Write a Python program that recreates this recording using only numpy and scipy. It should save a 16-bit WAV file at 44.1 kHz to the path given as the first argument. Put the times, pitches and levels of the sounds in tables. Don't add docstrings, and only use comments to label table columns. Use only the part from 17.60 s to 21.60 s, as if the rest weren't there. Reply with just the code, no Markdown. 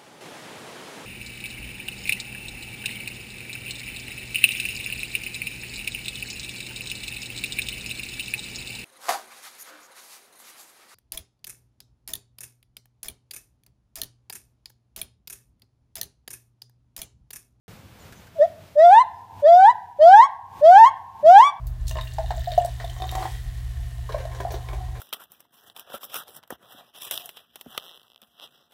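import sys
import numpy as np
from scipy import signal
from scipy.fft import rfft, irfft
from scipy.io import wavfile
from scipy.ndimage import uniform_filter1d, minimum_filter1d

SR = 44100
rng = np.random.default_rng(int(sys.argv[2]) if len(sys.argv) > 2 else 0)


def store_pcm(level_fs):
    pcm = np.round(np.clip(level_fs, -1, 1) * 32767).astype(np.int16)
    wavfile.write(sys.argv[1], SR, np.atleast_2d(pcm).T)


N = 176400


def undb(db):
    return 10 ** (np.asarray(db) / 20)


def on_log(hz, points, values):
    return np.interp(np.log(np.maximum(hz, 1)), np.log(points), values)


def unit(x):
    return x / np.sqrt(np.mean(x ** 2))


def noise(colour):
    points_hz, points_db = np.array(colour, float).T
    gain = undb(on_log(np.fft.rfftfreq(N, 1 / SR), points_hz, points_db))
    return unit(irfft(rfft(rng.standard_normal(N)) * gain, N))


def walk(rate):
    k = max(int(SR / rate), 1)
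    steps = np.repeat(rng.standard_normal(N // k + 1), k)
    smooth = uniform_filter1d(uniform_filter1d(steps, k), k)
    return unit(smooth[:N])


def ramp(u):
    return np.sin(np.pi / 2 * np.clip(u, 0, 1)) ** 2


def swell(t, start, length):
    return np.sin(np.pi * np.clip((t - start) / length, 0, 1))


def outdoors(t):
    # pitch_hz [Hz], density_db [relative dB per Hz]
    air_colour = [(20, -20), (40, -10.5), (80, -0.5), (160, -2), (300, -12.5), (450, -12), (800, -14.5),
                  (1800, -20), (2600, -20.5), (3400, -22.5), (5000, -26.5), (7000, -29), (10000, -32),
                  (15000, -30)]
    # time_s [s], level_db [dB]
    drone_level = [(.3, -51.5), (.7, -61.5), (1.4, -44), (2.0, -46.5), (2.6, -53.5), (3.2, -46.5),
                   (4, -58.5)]
    air_db, waver_db, waver_rate = -49, -2, 12
    drone_hz, drone_width_hz = 94.4, 9.7

    peak = signal.iirpeak(drone_hz, drone_hz / drone_width_hz, fs=SR)
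    drone = unit(signal.lfilter(*peak, rng.standard_normal(N)))
    air = undb(air_db + waver_db * walk(waver_rate)) * noise(air_colour)
    return air + undb(np.interp(t, *np.array(drone_level).T)) * drone


def birds(t):
    # start_s [s], length_s [s], start_hz [Hz], end_hz [Hz], level_db [dB]
    chirps = [(0.39, 0.052, 7400, 6640, -58), (.55, .07, 6900, 6750, -62), (0.54, 0.074, 6200, 6060, -59.5),
              (1.054, 0.061, 5075, 5170, -65), (1.527, 0.1, 5200, 4880, -58)]
    waver = 1 + 0.0036 * walk(150)
    out = np.zeros(N)
    for start, length, from_hz, to_hz, db in chirps:
        hz = np.interp(t, [start, start + length], [from_hz, to_hz]) * waver
        phase = 2 * np.pi * np.cumsum(hz) / SR
        out += undb(db) * swell(t, start, length) * np.sin(phase)
    return out


def knocks(t):
    # start_s [s], level_db [dB]
    ticks = [(.524, -42.5), (0.67, -50)]
    # pitch_hz [Hz], density_db [relative dB]
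    tick_colour = [(300, 1), (1100, -15), (1500, 11), (2000, -3), (6500, -10), (9000, -12), (15000, -13)]
    # start_s [s], length_s [s], level_db [dB]
    bumps = [(2.367, 0.13, -43), (2.938, 0.28, -50.5), (3.616, 0.098, -33.5)]
    # pitch_hz [Hz], density_db [relative dB]
    bump_colour = [(40, -9.5), (100, 2), (200, 0.5), (350, -1.5), (700, -18), (3000, -62)]
    tick_decay_s = 0.012

    tick_level = sum(undb(db) * (t >= start) * np.exp(-np.abs(t - start) / tick_decay_s)
                     for start, db in ticks)
    bump_level = sum(undb(db) * swell(t, start, length) for start, length, db in bumps)
    return tick_level * noise(tick_colour) + bump_level * noise(bump_colour)


def enclosure(x, t):
    # centre_hz [Hz], level_db [relative dB], t60_s [s to fall 60 dB]
    ring_bands = [(620, -22.5, 0.64), (830, -22, 1.24), (1040, -18.5, 1.24), (1720, -16, .8),
                  (2230, -13.5, 0.35), (3500, -18.5, 0.59), (8000, -30, .25)]
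    early_db, early_t60_s, first_echo_s = 6.5, 0.38, 0.022

    age = np.maximum(t[:SR] - first_echo_s, 0)
    scatter, hz = rfft(rng.standard_normal(SR)), np.fft.rfftfreq(SR, 1 / SR)
    centres_hz = [row[0] for row in ring_bands]
    early = undb(early_db) * np.exp(-np.log(1000) * age / early_t60_s)
    response = 0
    for share, (_, db, t60) in zip(np.eye(len(ring_bands)), ring_bands):
        band = irfft(scatter * on_log(hz, centres_hz, share), SR)
        tail = np.exp(-np.log(1000) * age / t60)
        decay = (age > 0) * (tail + early)
        response = response + undb(db) * band * decay / np.sqrt(np.sum(decay ** 2))
    return signal.fftconvolve(x, response)[:N]


def ground(x):
    delay_s, bounce_db, low_cut_hz = .0087, -6, 1000
    low_cut = signal.butter(1, low_cut_hz, "high", fs=SR, output="sos")
    bounce = signal.sosfiltfilt(low_cut, x)
    samples = np.arange(N)
    return undb(bounce_db) * np.interp(samples - delay_s * SR, samples, bounce, left=0)


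def fundamental_gain(hz):
    # pitch_hz [Hz], gain_db [dB]
    fundamental = [(570, 0), (680, 0), (800, 0.5), (930, 0.5), (1020, -4.5), (1100, -4.5), (1170, -16.5)]
    return undb(on_log(hz, *np.array(fundamental).T))


def throat_db(hz, mouth, tuning):
    # [dB, mouth open]
    throat = [(1093, -35, -17), (1294, -32.5, -19), (1600, -27, -15.5), (1763, -25, -21.5),
              (2160, -51.5, -25.5), (2550, -48, -36.5), (2987, -52.5, -33.5), (3220, -32, -27),
              (3606, -41, -39), (3890, -49.5, -37), (4120, -52.5, -42.5), (4470, -40, -48),
              (5400, -48.5, -43.5), (6700, -56, -47.5), (7900, -61, -50), (9300, -65, -58.5),
              (15000, -74, -66.5)]
    throat_hz, narrow_db, open_db = np.array(throat, float).T
    narrow = on_log(hz, tuning * throat_hz, narrow_db)
    wide = on_log(hz, tuning * throat_hz, open_db)
    return (1 - mouth) * narrow + mouth * wide


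def gibbon(t):
    # time_s [s], pitch_hz [Hz]
    pitch_curves = [
        [(0.79, 610), (0.804, 565), (0.82, 602.6), (0.848, 680), (0.86, 719)],
        [(1.16, 586), (1.174, 588), (1.218, 650), (1.25, 695), (1.292, 704), (1.35, 866), (1.384, 930),
         (1.41, 1037), (1.425, 1011)],
        [(1.832, 582.4), (1.848, 573.5), (1.886, 662.6), (1.962, 718), (2.042, 783.7), (2.074, 884), (2.1, 987),
         (2.115, 985.4)],
        [(2.392, 577.3), (2.48, 704.7), (2.562, 840), (2.604, 931), (2.644, 1114), (2.66, 1105)],
        [(3.018, 568), (3.03, 593), (3.092, 691.8), (3.164, 796), (3.196, 891.6), (3.238, 904.8), (3.264, 1047),
         (3.276, 1085), (3.29, 1093)],
        [(3.638, 586.4), (3.69, 683.0), (3.714, 725), (3.78, 829.4), (3.806, 940), (3.83, 1061), (3.854, 1137),
         (3.88, 1158), (3.9, 1143)],
    ]
    # start_s [s], end_s [s], level_db [dB before pitch weighting],
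    # brightness_db [dB, overtones and air], release_s [s], tuning [ratio of throat resonances]
    calls = [(0.778, 0.87, -6.5, -5.5, 0.051, 1.08), (1.151, 1.439, 3, -1.5, 0.031, 1.08),
             (1.818, 2.127, 3, -2.5, .025, 1.028), (2.383, 2.678, 5, 0, 0.042, 0.97),
             (3.007, 3.31, 5, 0.5, 0.042, 0.996), (3.625, 3.918, 5.5, 1.5, 0.05, 1.002)]
    # pitch_hz [Hz], density_db [relative dB per Hz]
    rush_colour = [(300, -5.5), (700, 13), (1700, -2.5), (2400, -5.5), (3300, -10.5), (4200, -15),
                   (5500, -5.5), (7500, -3), (9500, -16.5), (12000, -14), (13600, -7.5), (16000, -20.5)]
    rush_db = -46
    jitter_depth, jitter_rate = .0022, 400
    shimmer_db, shimmer_rate, flicker_db, flicker_rate = 3, 60, 1.5, 120
    mouth_narrow_hz, mouth_open_hz = 637, 870
    attack_s, overtone_attack_s = 0.055, 0.057
    fade_s, fade_db_per_overtone = .05, .5

    coo = undb(-36) * swell(t, .752, .055) * np.sin(2 * np.pi * 655 * t)
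    out = coo
    jitter = 1 + jitter_depth * walk(jitter_rate)
    rush = noise(rush_colour) * undb(flicker_db * walk(flicker_rate))
    shimmer = {k: shimmer_db * walk(shimmer_rate) for k in range(2, 19)}

    for curve, (start, end, db, brightness_db, release, tuning) in zip(pitch_curves, calls):
        i = (t >= start) & (t < end)
        since_start, to_end = t[i] - start, end - t[i]
        hz = uniform_filter1d(np.interp(t[i], *np.array(curve).T), size=500) * jitter[i]
        phase = 2 * np.pi * np.cumsum(hz) / SR
        effort = ramp(since_start / attack_s) * ramp(to_end / release)
        mouth = ramp((hz - mouth_narrow_hz) / (mouth_open_hz - mouth_narrow_hz))
        tone = fundamental_gain(hz) * np.sin(phase)

        fade_db = fade_db_per_overtone * (1 - ramp(to_end / fade_s))
        overtones = 0
        for k in shimmer:
            gain_db = throat_db(k * hz, mouth, tuning) + shimmer[k][i] - (k - 1.5) * fade_db
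            overtones = overtones + undb(gain_db) * np.sin(k * phase)

        pulse = 1 + .5 * np.sin(phase)
        air = undb(rush_db) * fundamental_gain(hz) * rush[i] * pulse
        brightness = undb(brightness_db) * ramp(since_start / overtone_attack_s)
        out[i] += undb(db) * effort * (tone + brightness * (overtones + air))
    return np.sqrt(2) * out


def scene():
    t = np.arange(N) / SR
    voice = gibbon(t)
    reflections = ground(voice) + enclosure(voice, t)
    surroundings = birds(t) + knocks(t) + outdoors(t)
    return (voice + reflections + surroundings)[None]


def record(dry):
    threshold_db, max_cut_db = -9.5, 11.5
    ahead_s, attack_s, hold_s, recover_s = .016, .024, .24, .13
    silent_s, top_hz = .08, 15400

    power = uniform_filter1d(dry[0] ** 2, size=441)
    level_db = 10 * np.log10(np.maximum(power, 1e-12))
    duck_db = -np.clip(level_db - threshold_db, 0, max_cut_db)
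    span, recover = int((hold_s + ahead_s) * SR), int(recover_s * SR)
    held_db = minimum_filter1d(duck_db, span, origin=(span - 1) // 2 - int(ahead_s * SR))
    falling_db = uniform_filter1d(held_db, int(attack_s * SR))
    recovering_db = uniform_filter1d(held_db, recover, origin=(recover - 1) // 2)
    gain = undb(np.minimum(falling_db, recovering_db)) * (np.arange(N) > silent_s * SR)
    top_cut = signal.ellip(12, .1, 80, top_hz, fs=SR, output="sos")
    return signal.sosfilt(top_cut, dry * gain)


dry = scene()
out = record(dry)
store_pcm(out)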